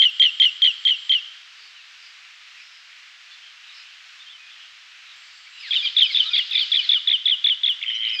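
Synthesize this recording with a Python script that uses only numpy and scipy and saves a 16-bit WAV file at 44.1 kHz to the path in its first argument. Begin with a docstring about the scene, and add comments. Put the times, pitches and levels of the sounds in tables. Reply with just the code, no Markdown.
"""Bee-eaters among trees

A bee-eater sings two series of short rolling whistles: each is one tone that breaks three or four
times, then falls away. Other birds overlap the second series with like calls, whistles and rasping
chips; a buzz follows it. Trees echo them over a steady outdoor hiss, with far calls and chatter,
a thin high trill, a very distant low hoot and a few faint ticks."""
import sys
import numpy as np
from scipy import signal
from scipy.fft import rfft, irfft, next_fast_len
from scipy.io import wavfile
from scipy.ndimage import map_coordinates

SR = 44100
rng = np.random.default_rng(int(sys.argv[2]) if len(sys.argv) > 2 else 0)


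def generate_wav(sig):
    """Save sig (samples, or channels by samples) to the path in sys.argv[1] as 16-bit PCM at SR."""
    pcm = np.round(np.clip(np.atleast_2d(sig).T, -1, 1) * 32767).astype(np.int16)
    wavfile.write(sys.argv[1], SR, pcm)


N = 361619

LOW_HZ = 2079  # the low pitch that the voice drops to when it breaks
# How each series is sung. A stroke is the stretch of tone between two breaks.
# stroke, sag_start, sag_span, swell_span, release and release_span are shares of a call's length.
# sag is a share of the pitch. quicken is the third stroke's length as a share of the second's.
# Each stroke starts with a leap in pitch; the leaps shrink after full_leaps breaks.
FIRST_STYLE = dict(
    stroke=.139, quicken=.98, pause_s=.0046, switch_s=.00035,
    leap_hz=490, full_leaps=1, settle_s=.0022, lift_hz=0, dive_hz=50, jitter_hz=14,
    sag=.165, sag_start=.2, sag_span=1.08,
    swell_db=4, swell_span=.19, fade_db=8, release=.75, release_span=.022, release_db=9.5,
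    click_db=-15.5, accent_db=0, waver_db=.6, low_db=-15, rasp_db=-19, octave_db=-40.5)
SECOND_STYLE = dict(
    stroke=.166, quicken=.78, pause_s=.0068, switch_s=.0009,
    leap_hz=620, full_leaps=.5, settle_s=.0028, lift_hz=50, dive_hz=450, jitter_hz=35,
    sag=.145, sag_start=.48, sag_span=.47,
    swell_db=3, swell_span=.03, fade_db=2.5, release=.9, release_span=.085, release_db=15,
    click_db=-24, accent_db=3, waver_db=1.1, low_db=-22, rasp_db=-14.5, octave_db=-50)


def amp(db):
    """Turn decibels into a number to multiply by."""
    return 10 ** (np.asarray(db) / 20)


def unit(x):
    """Scale a sound to an average (rms) level of 1."""
    return x / np.sqrt(np.mean(x ** 2) + 1e-20)


def along(points, hz):
    """Read between (Hz, value) points, giving each octave equal room."""
    point_hz, values = np.transpose(points)
    return np.interp(np.log(hz + 1), np.log(point_hz + 1), values)


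def clock(length):
    """The time of each sample, in seconds."""
    return np.arange(int(length * SR)) / SR


def wobble(rate, t):
    """A smooth curve through `rate` random values a second."""
    return map_coordinates(rng.standard_normal(int(t[-1] * rate) + 4), [t * rate])


def gate(t, start, end, edge):
    """1 between start and end, 0 outside, with soft edges."""
    return (np.tanh((t - start) / edge) - np.tanh((t - end) / edge)) / 2


def ramp(x, start, width):
    """Rise from 0 at start to 1 over that width."""
    return np.clip((x - start) / width, 0, 1)


def add(track, start, sound):
    """Mix a sound into the track at a start time in seconds."""
    i = round(start * SR)
    part = sound[max(-i, 0):max(N - i, 0)]
    track[max(i, 0):max(i, 0) + len(part)] += part


def filtered(x, response):
    """Multiply each frequency in a sound by response(hz)."""
    size = next_fast_len(N + SR // 2)
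    return irfft(rfft(x, size) * response(np.fft.rfftfreq(size, 1 / SR)), size)[:N]


def noise(spectrum):
    """Noise of level 1, shaped by (Hz, dB) points."""
    return unit(filtered(rng.standard_normal(N), lambda hz: amp(along(spectrum, hz))))


def tone(hz, octave_db):
    """A gliding pure tone plus its octave, at twice the pitch."""
    phase = 2 * np.pi * np.cumsum(hz) / SR
    return np.sqrt(2) * (np.sin(phase) + amp(octave_db) * np.sin(2 * phase))


def syrinx(t, hz, broken, low_db, rasp_db, octave_db, low_octave_db):
    """The bird's voice box: a clean whistle that turns weak, rough and low where it breaks."""
    clean = tone(hz + 9 * wobble(400, t), octave_db) * (1 - broken)
    low = tone(LOW_HZ + 45 * wobble(410, t), low_octave_db) * amp(low_db)
    rasp = wobble(900, t) * tone(hz * (.84 + .08 * wobble(600, t)), octave_db=-40) * amp(rasp_db)
    return clean + broken * (low + rasp)


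def beak(x):
    """Windpipe and bill let out almost nothing below the low voice, and little of the top treble."""
    return filtered(x, lambda hz: 1 / np.sqrt((1 + (1800 / (hz + 1)) ** 24) * (1 + (hz / 7200) ** 16)))


def rolling_call(onset, db, hz, length, first_break, style):
    """One tone that swells, breaks, sags and fades; each stroke swoops up, overshoots and settles."""
    lead_s, click_s, accent_s = .004, .0004, .005
    strain_db, swoop_hz, leap_shrink = -9.3, 501, .76
    t = clock(length + .015)
    age = t - lead_s  # the call starts in the low voice just before its onset
    progress = age / length
    stroke, pause, switch = style["stroke"] * length, style["pause_s"], style["switch_s"]

    breaks = first_break + stroke * np.array([0, 1, 1 + style["quicken"]])
    stroke_starts = [0, *(breaks + pause)]
    broken = gate(age, -1, 0, switch) + sum(gate(age, at, at + pause, switch) for at in breaks)
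    if db > strain_db:  # a loud call catches once more, very briefly
        broken += gate(age - stroke, breaks[-1], breaks[-1] + .0022, switch)
    broken = np.clip(broken, 0, 1)

    sag = np.sin(np.pi / 2 * ramp(progress, style["sag_start"], style["sag_span"])) ** 2
    pitch = hz * (1 - style["sag"] * sag)
    pitch += style["lift_hz"] * gate(age, first_break, breaks[-1] + 2 * pause, pause / 2)
    for k, start in enumerate(stroke_starts):
        leap_hz = style["leap_hz"] * min(1, leap_shrink ** (k - style["full_leaps"]))
        leap = gate(age, start - .001, 1, .0005) * np.exp(-abs(age - start) / style["settle_s"])
        swoop = gate(age, start - .003, start - .0008, .0006)
        pitch += leap_hz * leap - swoop_hz * swoop
    pitch -= style["dive_hz"] * broken  # the tone slides down into each break
    pitch += style["jitter_hz"] * wobble(450, t)

    accents = sum(gate(age, start, start + accent_s, accent_s / 2) for start in stroke_starts[:-1])
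    effort_db = style["swell_db"] * (ramp(progress, 0, style["swell_span"]) - 1)
    effort_db -= style["fade_db"] * ramp(progress, style["swell_span"], 1)
    effort_db += style["accent_db"] * accents
    effort_db -= style["release_db"] * gate(progress, style["release"], 10, style["release_span"])

    octave_db = style["octave_db"] - effort_db  # the octave does not fade with the note
    voice = syrinx(t, pitch, broken, style["low_db"], style["rasp_db"], octave_db, low_octave_db=-4)
    sounding = gate(age, -lead_s / 2, 1, edge=.0005) * gate(age, -1, length, edge=.0014)
    click = amp(style["click_db"]) * rng.standard_normal(len(t)) * gate(age, -2 * click_s, 0, click_s)
    level = amp(db + effort_db + style["waver_db"] * wobble(120, t))
    out = np.zeros(N)
    add(out, onset - lead_s, (voice + click) * sounding * level)
    return out


def first_series():
    """Six rolling calls at nearly the same pitch, each on a track of its own."""
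    # Each row: start in seconds, level in dB, pitch in Hz, length in seconds, seconds to first break.
    calls = [(-.003, -9.5, 3144, 0.102, 0.023), (.198, -9, 3162, 0.1, 0.023),
             (.400, -9.5, 3151, 0.097, 0.022), (0.62, -10, 3159, 0.095, 0.023),
             (.852, -12.5, 3170, .103, .022), (1.095, -13.5, 3130, 0.099, 0.023)]
    return [rolling_call(*call, FIRST_STYLE) for call in calls]


def second_series():
    """Higher rolling calls that fall more steeply, some overlapping."""
    # Each row: start in seconds, level in dB, pitch in Hz, length in seconds, seconds to first break.
    calls = [(5.708, -20, 3235, 0.076, 0.017), (5.858, -26.5, 3500, 0.042, 0.013),
             (5.966, -14.5, 3394, 0.1, 0.019), (6.146, -17, 3392, 0.087, 0.019),
             (6.155, -26.5, 3490, .08, 0.0071), (6.333, -17, 3306, 0.095, 0.023),
             (6.342, -22, 3504, .07, .011), (6.511, -24, 3460, 0.089, .014), (6.552, -18, 3430, 0.1, 0.019),
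             (6.718, -15.5, 3363, 0.095, 0.017), (6.891, -14, 3380, 0.096, 0.0185),
             (7.074, -14.5, 3368, 0.098, 0.018), (7.256, -15, 3356, 0.1, 0.018),
             (7.443, -15, 3376, 0.1, 0.019), (7.634, -16.5, 3342, 0.1, 0.02)]
    return sum(rolling_call(*call, SECOND_STYLE) for call in calls)


def buzz(pulses_per_s=111.9, hz=3070, boost_db=2.3):
    """The same voice breaking so fast that it buzzes, each pulse at its own pitch and strength."""
    # Each row: time in seconds, level in dB before the boost.
    effort = [(7.86, -25.5), (7.892, -28), (7.92, -22.5), (7.943, -27.5), (7.956, -21), (7.975, -29),
              (8.01, -25), (8.07, -22), (8.091, -23), (8.149, -23.5), (8.162, -28.5), (8.175, -28)]
    times, levels = np.transpose(effort)
    t = clock(times[-1] - times[0])
    db = np.interp(times[0] + t, times, levels) + boost_db
    cycle = np.cumsum(pulses_per_s * (1 + .02 * wobble(70, t))) / SR
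    broken = (1 + np.tanh(1.6 * np.cos(2 * np.pi * cycle - .6) + .1)) / 2
    pitch = hz + 60 * wobble(500, t)
    voice = syrinx(t, pitch, broken, low_db=-18, rasp_db=-17, octave_db=-45, low_octave_db=-18)
    level = amp(db + 1.4 * wobble(168, t)) * gate(t, .001, t[-1] - .004, .0022)
    out = np.zeros(N)
    add(out, times[0], voice * level)
    return out


def chips(chip_s=.007, chips_per_s=200, run_hz=2800):
    """Birds join in with tiny, harsh upward flicks, singly or in uneven rasping runs."""
    # Each row: time in seconds, level in dB, pitch in Hz.
    single_chips = [(7.818, -29.5, 2240), (7.829, -19, 3303), (7.838, -22, 2710), (7.847, -30, 2100),
                    (7.903, -28.5, 2070), (7.906, -27.5, 3650), (7.912, -34, 2230), (8.035, -23.5, 3220),
                    (8.048, -35, 2170), (8.052, -27, 3750)]
    # Each row: start in seconds, length in seconds, level in dB.
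    runs = [(5.728, 0.048, -29), (5.874, 0.022, -28), (5.983, .045, -25.5), (6.157, .045, -27),
            (6.344, .06, -27), (6.52, 0.095, -29), (6.737, 0.045, -29.5), (7.087, 0.056, -32),
            (7.814, .05, -35.5), (7.879, .1, -37), (8.02, .15, -34)]
    out, t, events = np.zeros(N), clock(chip_s), list(single_chips)
    progress = t / chip_s
    for start, length, db in runs:
        for k, (when, size, pitch) in enumerate(rng.uniform(-1, 1, (int(length * chips_per_s), 3))):
            events.append((start + (k + when / 2) / chips_per_s, db + 2 * size,
                           run_hz * np.exp(.33 * pitch)))
    for middle, db, hz in events:
        sweep = 1 + .14 * (progress - .5) + .035 * wobble(980, t)
        flick = tone(hz * sweep, octave_db=-34) * np.sin(np.pi * progress) ** 2
        add(out, middle - chip_s / 2, amp(db) * flick)
    return out


def whistles(arch_hz=25, flutter_hz=34, flutter_db=2):
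    """Short whistled notes, near and far, slide between two pitches with a quick flutter."""
    # Each row: start and length in seconds, first and last pitch in Hz, level in dB,
    # level of the octave in dB compared with the note.
    notes = [(1.748, 0.073, 3150, 2480, -48.5, -23), (3.3, 0.069, 3450, 3490, -49, -28),
             (3.44, 0.054, 3230, 3070, -49, -30), (4.189, 0.051, 3500, 3640, -45.5, -32),
             (4.258, 0.043, 3120, 3140, -45, -30), (4.291, 0.03, 3250, 3530, -44, -30),
             (4.317, 0.056, 3220, 2940, -46, -32), (4.37, 0.15, 2485, 2450, -50.5, -25),
             (5.464, 0.02, 2070, 2420, -44.5, -8.5), (5.518, 0.092, 3930, 3950, -51.5, -32.5),
             (5.552, 0.085, 2750, 2520, -49.5, -24), (5.592, 0.052, 5150, 4830, -47, -32.5),
             (5.618, 0.089, 2480, 1440, -41.5, -6), (5.74, 0.012, 3790, 3310, -18.5, -36.5),
             (5.754, .024, 3297, 2870, -18, -36.5), (5.759, 0.07, 3870, 3130, -24, -35),
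             (5.821, 0.046, 2410, 2310, -30, -8), (5.842, 0.046, 3400, 2910, -21.5, -37),
             (5.983, 0.011, 3810, 3440, -16.5, -37.5), (6.015, 0.023, 3320, 3000, -12.5, -38.5),
             (6.044, 0.031, 2690, 2360, -28.5, -29), (6.042, 0.052, 5340, 4550, -39, -39),
             (6.106, 0.039, 4500, 3700, -33.5, -35), (6.095, 0.029, 2340, 2010, -33.5, -26.5),
             (6.16, 0.014, 3610, 3320, -22.5, -32), (6.2, 0.018, 3160, 2967, -15, -39),
             (6.223, .022, 3040, 2940, -25, -34), (6.255, 0.049, 4095, 3410, -28, -39.5),
             (6.229, .13, 1200, 1480, -50, -23.5), (6.297, 0.079, 2595, 2030, -36.5, -5.5),
             (6.355, 0.012, 2130, 1950, -32.5, -7.5), (6.342, .03, 4900, 4200, -34, -37),
             (6.521, 0.072, 2610, 2180, -33.5, -8), (6.583, .022, 4630, 3920, -30, -42),
             (6.748, 0.025, 3790, 3900, -25, -36), (6.775, 0.032, 3200, 2950, -21, -35.5),
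             (6.788, 0.037, 2550, 2320, -32, -9.5), (6.824, 0.042, 2320, 1873, -42.5, 9),
             (6.926, 0.069, 1913, 1077, -50, -6.5), (7.879, .02, 2970, 3210, -24.5, -42),
             (7.941, 0.032, 5710, 5850, -48, -33), (7.943, 0.048, 3900, 3970, -43.5, -33),
             (8.076, .032, 4300, 5600, -42.5, -32), (8.123, 0.099, 2610, 2290, -37.5, -1),
             (8.185, 0.048, 3250, 3000, -21.5, -37)]
    out = np.zeros(N)
    for start, length, start_hz, end_hz, db, octave_db in notes:
        t = clock(length)
        arch = np.sin(np.pi * t / length)
        hz = start_hz + (end_hz - start_hz) * t / length + arch_hz * arch
        voice = tone(hz + flutter_hz * wobble(600, t), octave_db)
        swell = np.tanh(5 * arch ** 2)
        add(out, start, voice * swell * amp(db + flutter_db * wobble(300, t)))
    return out


def tree_echo(x, delay_s, build_s):
    """Trunks and leaves scatter the sound back in a tail that builds up and dies away."""
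    # Each row: frequency in Hz, seconds the echo takes to fade by 60 dB.
    fade_times = [(500, 0.21), (3000, 0.79), (8000, 0.6)]
    hz, t, spectrum = signal.stft(rng.standard_normal(SR), SR, nperseg=256)
    fade = amp(-60 * t / along(fade_times, hz)[:, None])
    build = 1 - np.exp(-t / build_s)
    _, tail = signal.istft(spectrum * fade * build, SR, nperseg=256)
    delayed_tail = np.pad(tail / np.linalg.norm(tail), (int(delay_s * SR), 0))
    return signal.fftconvolve(x, delayed_tail)[:N]


def ticks(thud_rise_s=.000093):
    """Each faint tick is a bright snap and a small dull thud."""
    # Each row: start in seconds, level of the snap in dB, peak of the thud in dB.
    events = [(0.1014, -32, -65), (0.2214, -80, -37.5), (0.4603, -22.5, -79), (0.6982, -57, -47.5),
              (0.9365, -43.5, -43), (1.1764, -37, -58), (5.168, -43.5, -56.5), (5.794, -44.5, -45.5),
              (6.033, -16, -42.5), (6.151, -39.5, -40.5), (6.271, -36, -45.5), (6.3877, -21, -71),
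              (6.51, -29, -56), (6.63, -27, -47), (6.7465, -59, -49), (7.11, -42.5, -31),
              (7.3467, -32, -49), (7.4656, -25.5, -34.5), (7.7056, -23, -62), (7.9452, -59.5, -53.5),
              (8.0631, -42.5, -49)]
    snaps, thuds = np.zeros(N), np.zeros(N)
    rise = clock(.005) / thud_rise_s
    for start, snap_db, thud_db in events:
        add(snaps, start, amp([snap_db]))
        add(thuds, start, amp(thud_db) * rise * np.exp(1 - rise))
    return filtered(snaps, lambda hz: hz < 14000) + thuds


def far_calls(blur=.045, stray_count=18, stray_hz=3360, stray_db=-55):
    """Many scattered paths smear each far call until it is hoarse; fainter ones stray in at random."""
    # Each row: start in seconds, length in seconds, pitch in Hz, level in dB.
    calls = [(1.545, 0.17, 4670, -50), (1.98, 0.16, 4840, -51), (2.555, 0.095, 2460, -47.5),
             (3.29, 0.087, 4090, -52), (3.39, 0.13, 3190, -50), (3.628, 0.078, 2750, -48.5),
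             (3.714, 0.14, 5050, -49.5), (3.624, 0.15, 3820, -50.5), (3.72, 0.13, 4200, -50.5),
             (4.266, .09, 3475, -49), (4.457, 0.14, 3320, -49), (4.575, 0.118, 3020, -45),
             (5.04, 0.12, 3700, -49), (5.458, 0.091, 2510, -58), (5.505, 0.23, 2726, -44),
             (5.64, .06, 4050, -43), (6.106, 0.07, 4760, -38), (6.328, 0.096, 4520, -38),
             (6.582, 0.075, 4360, -33)]
    out, strays = np.zeros(N), []
    for k, (when, size, pitch) in enumerate(rng.random((stray_count, 3))):
        start = (k + when) / stray_count * N / SR
        strays.append((start, .3 * (.5 + size), stray_hz * np.exp(.47 * (2 * pitch - 1)), stray_db))
    for start, length, hz, db in calls + strays:
        t = clock(length)
        glide = 1.03 - .052 * t / length
        paths = [wobble(500, t) * tone(hz * (glide + blur * wobble(900, t)), octave_db=-47.5)
                 for _ in range(3)]
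        add(out, start, amp(db) * unit(sum(paths)) * np.sin(np.pi * t / length))
    return out


def high_trill(chirps_per_s=104, burst_s=.136, rest_s=.034):
    """Bursts of tiny downward chirps, far above the bee-eater's pitch."""
    # Each row: start in seconds, length in seconds, level in dB.
    runs = [(-.078, 1.17, -56), (5.138, 0.65, -60)]
    out = np.zeros(N)
    for start, length, db in runs:
        t = clock(length)
        cycle = (t * chirps_per_s) % 1
        burst = gate(t % (burst_s + rest_s), rest_s / 2, rest_s / 2 + burst_s, .004)
        hz = 7950 - 950 * cycle + 60 * wobble(150, t)
        chirps = tone(hz, octave_db=-78) * np.sin(np.pi * cycle) ** 2
        add(out, start, amp(db) * burst * chirps)
    return out


def hoots(count=5, start_s=.635, every_s=.44):
    """A very distant bird hoots at an even pace; each note sags in pitch halfway through."""
    out, t = np.zeros(N), clock(.23)
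    arch = np.sin(np.pi * t / t[-1])
    hoot = arch * tone(480 - 70 * arch, octave_db=-45)
    for k in range(count):
        db = -79.5 - 5.5 * abs(k - count // 2)  # the middle note is loudest
        add(out, start_s + k * every_s, amp(db) * hoot)
    return out


def flock_chatter(rise_db_per_s=111, fall_db_per_s=42):
    """The far flock's voices blur into a noise that flares up in bouts and dies down."""
    # Each row: start in seconds, end in seconds, level in dB.
    bouts = [(0, 1.16, -48), (5.713, 6.846, -36)]
    # Each row: frequency in Hz, relative strength in dB.
    spectrum = [(300, -75.5), (600, -37.5), (1200, -22), (2200, -10.5), (3500, 0), (4900, -6), (5800, -21),
                (7500, -29.5), (9000, -56), (12000, -79.5)]
    t = np.arange(N) / SR
    levels = [db - rise_db_per_s * np.maximum(start - t, 0) - fall_db_per_s * np.maximum(t - end, 0)
              for start, end, db in bouts]
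    return noise(spectrum) * amp(np.max(levels, axis=0) + 1.2 * wobble(25, t))


def outdoor_hiss(db=-46.5):
    """The steady hiss of open country, wavering slightly in level."""
    # Each row: frequency in Hz, relative strength in dB.
    spectrum = [(25, -35), (52, -29.5), (80, -32.5), (200, -45.5), (400, -42.5), (560, -36), (720, -24),
                (880, -24), (1260, -12), (1800, -8), (2800, -5), (5000, -13.5), (7600, -26), (9000, -41),
                (15000, -49)]
    return noise(spectrum) * amp(db + .6 * wobble(6.7, np.arange(N) / SR))


def scene():
    """The near birds, their echoes, the far birds and the small sounds, in one channel."""
    first = [beak(call) for call in first_series()]
    # Each call of the first series scatters in its own way.
    echoes = amp(-16.5) * sum(tree_echo(call, delay_s=.0026, build_s=.0018) for call in first)
    second = beak(second_series() + buzz() + chips())
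    whistled = whistles()
    echoes += amp(-15) * tree_echo(second, delay_s=.0066, build_s=.0037)
    echoes += amp(-14.5) * tree_echo(whistled, delay_s=.0014, build_s=.0042)
    background = far_calls() + high_trill() + hoots() + ticks() + outdoor_hiss() + flock_chatter()
    return (sum(first) + second + whistled + echoes + background)[None]


def record(dry):
    """Cut away the very highest treble."""
    return filtered(dry[0], lambda hz: hz < 15700)[None]


dry = scene()
out = record(dry)
generate_wav(out)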